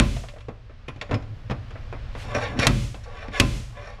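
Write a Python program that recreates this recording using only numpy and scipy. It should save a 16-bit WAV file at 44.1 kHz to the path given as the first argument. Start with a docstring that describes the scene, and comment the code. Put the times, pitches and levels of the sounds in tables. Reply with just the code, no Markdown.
"""A slide hammer pulls a dented car door in a workshop. It opens on a blow: the weight slams into its
stop, the steel rod rings and the door booms. For two seconds the hook clunks and pings in the door edge
while the rod is set. A sleeve brushes past, the door flexes, and the weight scrapes back and forth along
the rod, slamming home at 2.7 and 3.4 s before a last soft slide. Throughout, a limiter ducks each blow
and recovers over the hall's tail, and a low drone and a soft hiss lie underneath."""
import sys
import numpy as np
from scipy import signal
from scipy.fft import rfft, irfft
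from scipy.io import wavfile
from scipy.ndimage import uniform_filter1d

SR = 44100
rng = np.random.default_rng(int(sys.argv[2]) if len(sys.argv) > 2 else 0)


def transcribe(signal):
    """Save signal, clipped to [-1, 1], as a 16-bit WAV file at the path in sys.argv[1]."""
    frames = np.atleast_2d(signal).T
    limited = np.clip(frames, -1, 1)
    pcm = np.round(limited * 32767).astype(np.int16)
    wavfile.write(sys.argv[1], SR, pcm)


N = 176400
T = np.arange(N) / SR

# The weight hits its stop. Each row: start in seconds, crack level in dB, crack t60 in seconds,
# then the relative levels of rod ring, hall send and door in dB.
BLOWS = [(0.0, 15.5, 0.002, -10, 6.5, 4.5), (2.6689, 10, 0.031, -6.5, 8, 6), (3.3995, 9, 0.033, -7, 7.5, 5)]
# Tone of the bright crack, the door skin's dense ring and the whole door's deep shudder.
# Each row: frequency in Hz, spectral level in dB.
CRACK_EQ = [(100, -23.5), (300, -4), (700, -5), (1400, -0.5), (2500, 6.5), (3700, 2), (5500, -2),
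            (7500, -6.5), (11000, -15.5), (15500, -34)]
SKIN_EQ = [(60, -22.5), (130, -13.5), (180, 0), (250, -4), (350, -2), (480, -11), (620, -7.5), (800, -12.5),
           (1200, -12), (4000, -25), (10000, -56.5)]
BOOM_EQ = [(15, -21), (28, -8), (50, -3.5), (65, 0), (100, -0.5), (135, -3), (170, -8.5), (250, -10.5),
           (400, -20), (1500, -60)]
# The door's low notes. Each row: pitch in Hz, level in dB relative to the door's, t60 in seconds.
DOOR_MODES = [(46.07, -9.5, .45), (85.5, -18.5, 0.18), (122.9, -11, .42), (209.5, -19, 0.38),
              (247.4, -8, 0.18), (324, -16, .17), (501, -29.5, .3), (568, -27.5, 0.38)]


def blows():
    """Steel cracks on steel, the rod rings, and the jerk sets the door skin and its low modes going."""
    starts, crack_db, crack_t60, rod_db, _, door_db = np.transpose(BLOWS)
    cracks = sum(rattle(*hit) for hit in zip(starts, crack_db, crack_t60))
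    out = shaped(cracks, CRACK_EQ)
    out += rod(rattle(starts, rod_db, t60=0.11))
    out += shaped(rattle(starts, door_db - 9, t60=0.16), SKIN_EQ)
    out += shaped(rattle(starts, door_db - 9, t60=0.35), BOOM_EQ)
    for k, (hz, db, t60) in enumerate(DOOR_MODES):
        out += (-1) ** k * ring(strikes(starts, door_db + db), hz, t60)
    return out


def blows_into_hall(boost_db=17.5):
    """Summed over all directions, a blow reaches the hall as one smooth bright click."""
    starts, _, _, _, send_db, _ = np.transpose(BLOWS)
    return shaped(strikes(starts, send_db + boost_db), CRACK_EQ)


# The rod's steely voice. Each row: pitch in Hz, bandwidth in Hz, relative level in dB.
ROD_MODES = [(583, 15, 10), (1029, 14, 6), (1091, 45, -1), (1439, 19, -9.5), (2414, 47, 1.5),
             (2661, 21, 4.5), (3420, 260, -12.5), (3660, 90, -10), (3763, 130, -14.5), (4000, 15, -22),
             (4243, 30, -18), (4430, 23, -11.5), (4400, 110, -14), (5100, 59, -19.5), (5340, 94, -15),
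             (5725, 58, -14.5), (6500, 100, -31.5), (6480, 74, -26), (6710, 77, -18), (9200, 19, -35.5),
             (10540, 84, -26.5), (10200, 120, -35)]


def rod(drive, top_hz=11100):
    """The steel rod rings at its resonances; about unit power gain for white noise."""
    ringing = butter(resonate(drive, ROD_MODES), 8, top_hz, "low")
    impulse_response = resonate(signal.unit_impulse(SR // 2), ROD_MODES)
    return ringing / np.sqrt(np.sum(impulse_response ** 2))


# The hook knocks in the door edge. Each row: start in seconds, an unused peak level in dB,
# then the relative levels of thud, clank and tick in dB.
KNOCKS = [(0.164, -24, -44, -37, -35), (0.237, -33.5, -56, -38, -44.5), (0.286, -30, -54, -59, -35),
          (0.337, -40, -55, -62, -50), (0.362, -38, -57, -41, -65), (0.383, -36, -54, -57, -46),
          (0.406, -40, -71, -62, -43.5), (0.484, -38, -25, -34, -43), (0.696, -31, -46.5, -43, -68),
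          (0.883, -26, -31, -29.5, -32.5), (0.961, -38, -36.5, -48, -46.5), (1.013, -21, -43, -27.5, -25),
          (1.093, -15, -27.5, -34, -47), (1.111, -21, -16.5, -23, -29.5), (1.129, -22, -15.5, -28, -39),
          (1.142, -15, -47, -45, -28), (1.223, -35.5, -49, -57, -45), (1.498, -20, -17, -30.5, -34.5),
          (1.51, -21, -24, -27, -32.5), (1.706, -31, -57, -40, -42.5), (1.756, -25, -41, -34, -62),
          (1.926, -28, -32, -29, -43.5), (1.946, -28, -48, -46, -60), (2.151, -27, -35, -30.5, -40.5),
          (2.351, -12, -18, -24.5, -53), (2.59, -12, -15, -29, -18.5), (2.944, -40, -36, -36, -37.5),
          (3.283, -28, -27.5, -38.5, -49)]
# Tone of a knock's low, middle and top layers. Each row: frequency in Hz, spectral level in dB.
THUD_EQ = [(30, -6), (60, -5.5), (120, 6.5), (175, -5), (250, 1), (400, -11), (600, -12.5), (1200, -27),
           (4000, -72)]
CLANK_EQ = [(200, -1), (450, 8), (1000, 3), (1700, -0.5), (2500, -6.5), (5000, -56), (12000, -77)]
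TICK_EQ = [(900, -1.5), (2000, 4.5), (2500, 5), (3500, 3), (5200, -9), (7000, -13.5), (9000, -36),
           (10200, -21), (11500, -70), (16000, -58)]


def hook_knocks():
    """Each knock is a thud of the door, a clank of sheet, and a bright tick that sets the rod ringing."""
    starts, _, thud_db, clank_db, tick_db = np.transpose(KNOCKS)
    thud = shaped(rattle(starts, thud_db - 4, t60=0.16), THUD_EQ)
    clank = shaped(rattle(starts, clank_db - 3.5, t60=0.12), CLANK_EQ)
    tick = shaped(rattle(starts, tick_db - 4, t60=0.068), TICK_EQ)
    rod_ring = rod(rattle(starts, tick_db - 7, t60=0.068))
    return thud + clank + tick + rod_ring


# Small metallic accents. Each row: start in seconds, pitch in Hz, level in dB, t60 in seconds.
PINGS = [(0.166, 680, -31, 0.045), (0.24, 643, -34, 0.056), (0.338, 593, -36.5, 0.053),
         (0.361, 620, -41, 0.035), (0.485, 442, -30, 0.065), (0.881, 2450, -35, 0.092),
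         (0.881, 9940, -61, 0.088), (1.143, 5130, -37.5, 0.072), (1.507, 5080, -44, 0.095),
         (2.349, 581, -18.5, 0.16), (2.349, 5660, -28.5, 0.044)]


def strain_pings():
    """The hook and the bent door edge ping under strain, one short tone at a time."""
    return sum(ring(strikes(start, db), hz, t60) for start, hz, db, t60 in PINGS)


# The weight's strokes, one list per pass, back and forward in turn.
# Each row: time in seconds, then the relative levels of body, rasp and treble in dB.
STROKES = [
    [(2.24, -44.5, -54.5, -56.5), (2.338, -33.5, -41.5, -55), (2.352, -27.5, -27, -43.5),
     (2.374, -26.5, -40.5, -49.5), (2.444, -32, -34.5, -45.5), (2.46, -29, -32, -53),
     (2.496, -41.5, -43.5, -57), (2.566, -34, -51.5, -64), (2.575, -47, -42, -56)],
    [(2.598, -46, -33, -30), (2.602, -28, -31.5, -39.5), (2.64, -24, -21, -33.5), (2.648, -26, -25, -33),
     (2.655, -22.5, -28, -36.5)],
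    [(3.04, -104, -53, -53), (3.062, -43.5, -60, -67), (3.228, -39.5, -42, -59.5), (3.278, -43, -63, -70),
     (3.284, -44, -43, -58), (3.3, -59, -71, -78)],
    [(3.315, -58, -57, -65), (3.323, -55, -43, -61), (3.335, -35, -36.5, -50), (3.357, -34, -32, -47.5),
     (3.385, -34.5, -34.5, -45)],
    [(3.73, -60, -78, -70), (3.768, -43.5, -48.5, -69), (3.888, -42, -51, -59), (3.946, -47.5, -52.5, -69),
     (3.972, -62, -61, -73), (3.99, -47, -73, -79)],
]
# The scrape's body, rasp and treble. Each row: low edge in Hz, high edge in Hz, trim in dB.
SCRAPE_BANDS = [(248, 1220, -2), (1510, 4320, 0.5), (4780, 13500, -0.5)]


def weight_slides(catches_per_s=2500, spread_db=3.5, judder_per_s=40.7, fade_s=0.0095):
    """Tiny catches between weight and rod excite the rod; each band swells with the stroke and judders."""
    sizes = from_db(spread_db * np.minimum(rng.exponential(1, N), 4)) * rng.choice([-1, 1], N)
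    judder_db = np.interp(T * judder_per_s, np.arange(1000), rng.standard_normal(1000))
    catches = sizes * (rng.random(N) < catches_per_s / SR) * from_db(judder_db)
    rub = from_db(-5.5) * rms_one(rod(catches)) + travelling_ring(catches)
    out = np.zeros(N)
    for stroke in STROKES:
        times, *curves = np.transpose(stroke)
        start, end = times[0], times[-1]
        moving = np.interp(T, [start - fade_s, start, end + fade_s, end + 2 * fade_s], [0, 1, 1, 0])
        for (low, high, trim_db), curve in zip(SCRAPE_BANDS, curves):
            band = rms_one(butter(rub, 4, [low, high], "band"))
            out += moving * band * from_db(np.interp(T, times, curve) + trim_db)
    return out


# Overall tone of the scrape's shifting ring. Each row: frequency in Hz, spectral level in dB.
SCRAPE_EQ = [(150, -8), (300, 12.5), (600, 2), (1200, 8), (2600, -3.5), (4200, -16), (5800, -16),
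             (8000, -33.5), (10800, -41.5), (15000, -63)]


def travelling_ring(catches, sets=3, step_s=0.07):
    """The moving weight fades from one set of resonances into the next, in a cycle."""
    turn = np.pi * T / (sets * step_s)
    fades = [np.cos(turn + np.pi * k / sets) ** 4 for k in range(sets)]
    return colour(sum(resonate(catches, position_modes()) * fade for fade in fades), SCRAPE_EQ)


def position_modes(count=50):
    """Random narrow resonances for one position of the weight on the rod."""
    slots = np.arange(count) + rng.random(count)
    hz = np.interp(slots, [0, count * 0.6, count], [300, 4500, 14000])
    width_hz = 32 * np.sqrt(hz / 1000)
    db = 4 * np.clip(rng.standard_normal(count), -1.5, 1.5)
    return np.transpose([hz, width_hz, db])


# The door's rumble swells into the second blow. Each row: time in seconds, level in dB.
FLEX_LEVEL = [(2.25, -39), (2.36, -47), (2.45, -46), (2.52, -34), (2.6, -26), (2.67, -34), (2.72, -48)]


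def door_flex():
    """The door flexes under the pull on the rod, rumbling with the tone of its thud."""
    return swell(THUD_EQ, FLEX_LEVEL)


# Tone of the cloth. Each row: frequency in Hz, spectral level in dB.
SLEEVE_EQ = [(500, 0), (2500, 4.5), (6000, -6.5), (11000, -17), (15000, -34)]
# One quick swish. Each row: time in seconds, level in dB.
SLEEVE_LEVEL = [(2.1, -75), (2.19, -45), (2.23, -42.5), (2.3, -75)]


def sleeve_brush():
    """A sleeve brushes past in a short breath of noise."""
    return swell(SLEEVE_EQ, SLEEVE_LEVEL)


# The hall hangs on longest in the lows. Each row: frequency in Hz, t60 in seconds.
HALL_T60 = [(60, 0.83), (250, 0.88), (1000, 0.38), (3000, 0.42), (6000, 0.62), (14000, 0.56)]
# Tone of the tail. Each row: frequency in Hz, relative level in dB.
HALL_EQ = [(50, -11), (300, -9), (1000, 1), (3000, -5), (5500, -8), (8500, -6.5), (10300, -7.5),
           (14000, -2.5)]


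def hall(send, wet_db=-15, build_s=0.0056):
    """Reflections build into a diffuse tail that dies band by band."""
    t, tail = T[:SR], np.zeros(SR)
    edges = np.geomspace(30, 17000, 12)
    for low, high in zip(edges, edges[1:]):
        hz = np.sqrt(low * high)
        band = butter(rng.standard_normal(SR), 2, [low, high], "band")
        tail += band * from_db(at_hz(HALL_EQ, hz) - 60 * t / at_hz(HALL_T60, hz))
    tail *= 1 - np.exp(-t / build_s)
    return from_db(wet_db) * signal.fftconvolve(send, tail / np.sqrt(np.sum(tail ** 2)))[:N]


# Dark room tone with a soft hiss on top. Each row: frequency in Hz, spectral level in dB.
AIR_EQ = [(12, -39), (20, 6.5), (62, -5), (118, -2.5), (155, -30.5), (223, -17.5), (302, -32), (421, -30),
          (497, -24), (914, -30), (1140, -28), (2690, -33), (5240, -42), (10200, -67), (15000, -92)]
# The drone's low note and its octave. Each row: pitch in Hz, bandwidth in Hz, relative level in dB.
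DRONE_MODES = [(54, 5.5, -6), (108.2, 10, -6.5)]
# Slow fader rides for air and drone. Each row: time in seconds, level in dB.
AIR_LEVEL = [(0, -43.5), (.6, -45.5), (1.0, -42), (1.35, -41), (1.7, -38), (2.15, -35.5), (2.7, -44.5),
             (3.2, -38), (4, -40.5)]
DRONE_LEVEL = [(0, -44), (.8, -47.5), (1.3, -37.5), (2.0, -37.5), (2.5, -36), (3.1, -44), (4, -44)]


def room_tone():
    """Workshop air and a wavering low drone."""
    air = colour(rng.standard_normal(N), AIR_EQ)
    drone = rms_one(resonate(rng.standard_normal(N), DRONE_MODES))
    return air * level(AIR_LEVEL) + drone * level(DRONE_LEVEL)


def strikes(times, db):
    """One click for each contact."""
    out = np.zeros(N)
    samples = np.clip(np.round(times * SR).astype(int), 0, N - 1)
    np.add.at(out, samples, from_db(db))
    return out + 1e-18


def rattle(times, db, t60):
    """Dense chatter that jumps at each contact and dies by 60 dB in t60 seconds."""
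    envelope = signal.lfilter([1], [1, -from_db(-60 / (t60 * SR))], strikes(times, db))
    return rng.choice([-1, 1], N) * envelope


def ring(clicks, hz, t60):
    """A unit click sets a sine of height 1 ringing."""
    r, w = from_db(-60 / (t60 * SR)), 2 * np.pi * hz / SR
    return signal.lfilter([0, np.sin(w)], [1, -2 * r * np.cos(w), r * r], clicks)


def resonate(x, modes):
    """Parallel resonances, signs alternating."""
    out = 0
    for k, (hz, width_hz, db) in enumerate(modes):
        r = np.exp(-np.pi * width_hz / SR)
        poles = [1, -2 * r * np.cos(2 * np.pi * hz / SR), r * r]
        gain = (-1) ** k * from_db(db) * (1 - r * r) / 2
        out += gain * signal.lfilter([1, 0, -1], poles, x + 1e-18)
    return out


def shaped(x, eq, size=8192):
    """Minimum-phase EQ that keeps attacks sharp; unit power gain for white noise."""
    gain = rms_one(from_db(at_hz(eq, np.fft.rfftfreq(size, 1 / SR))))
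    causal_fold = np.r_[1, np.full(size // 2 - 1, 2), 1, np.zeros(size // 2 - 1)]
    cepstrum = irfft(np.log(gain)) * causal_fold
    return signal.fftconvolve(x, irfft(np.exp(rfft(cepstrum))))[:N]


def colour(x, eq):
    """EQ for a steady sound; the result has unit power."""
    gain = from_db(at_hz(eq, np.fft.rfftfreq(N, 1 / SR)))
    return rms_one(irfft(rfft(x) * gain, N))


def swell(eq, curve):
    """Coloured noise that rides a level curve and is silent outside it."""
    gate = (T > curve[0][0]) * (T < curve[-1][0])
    return colour(rng.standard_normal(N), eq) * level(curve) * gate


def butter(x, order, hz, kind):
    """Low-, high- or band-pass with a flat passband."""
    return signal.sosfilt(signal.butter(order, hz, kind, fs=SR, output="sos"), x)


def level(curve):
    """Gain over time from points of seconds and dB."""
    return from_db(np.interp(T, *np.transpose(curve)))


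def at_hz(points, hz):
    """Read a table on a log-frequency axis."""
    freqs, values = np.transpose(points)
    return np.interp(np.log(np.maximum(hz, 1)), np.log(freqs), values)


def from_db(db):
    """Decibels to gain."""
    return 10 ** (np.asarray(db) / 20)


def rms_one(x):
    """Scale to unit power."""
    return x / np.sqrt(np.mean(x ** 2) + 1e-20)


def scene(wide_above_hz=11500):
    """All the work sits in the centre; only the top of the hall's tail is wide."""
    work = hook_knocks() + strain_pings() + weight_slides() + door_flex() + sleeve_brush()
    send = work + blows_into_hall()
    side = from_db(-1) * butter(hall(send), 8, wide_above_hz, "high")
    centre = blows() + work + hall(send) + room_tone()
    return centre + side * [[1], [-1]]


def record(dry, threshold_db=-7, release_db_per_s=90, detect_s=0.0019, stopband_hz=16800):
    """A fast limiter keyed from the left channel, with steady recovery, rounded peaks and a cut top."""
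    power = np.maximum(uniform_filter1d(dry[0] ** 2, int(detect_s * SR)), 1e-12)
    over_db = np.maximum(10 * np.log10(power) - threshold_db, 0)
    recovery_db = release_db_per_s * T
    duck_db = np.maximum.accumulate(over_db + recovery_db) - recovery_db
    limited = np.tanh(dry * from_db(-duck_db))
    return signal.sosfilt(signal.cheby2(12, 70, stopband_hz, fs=SR, output="sos"), limited)


dry = scene()
out = record(dry)
transcribe(out)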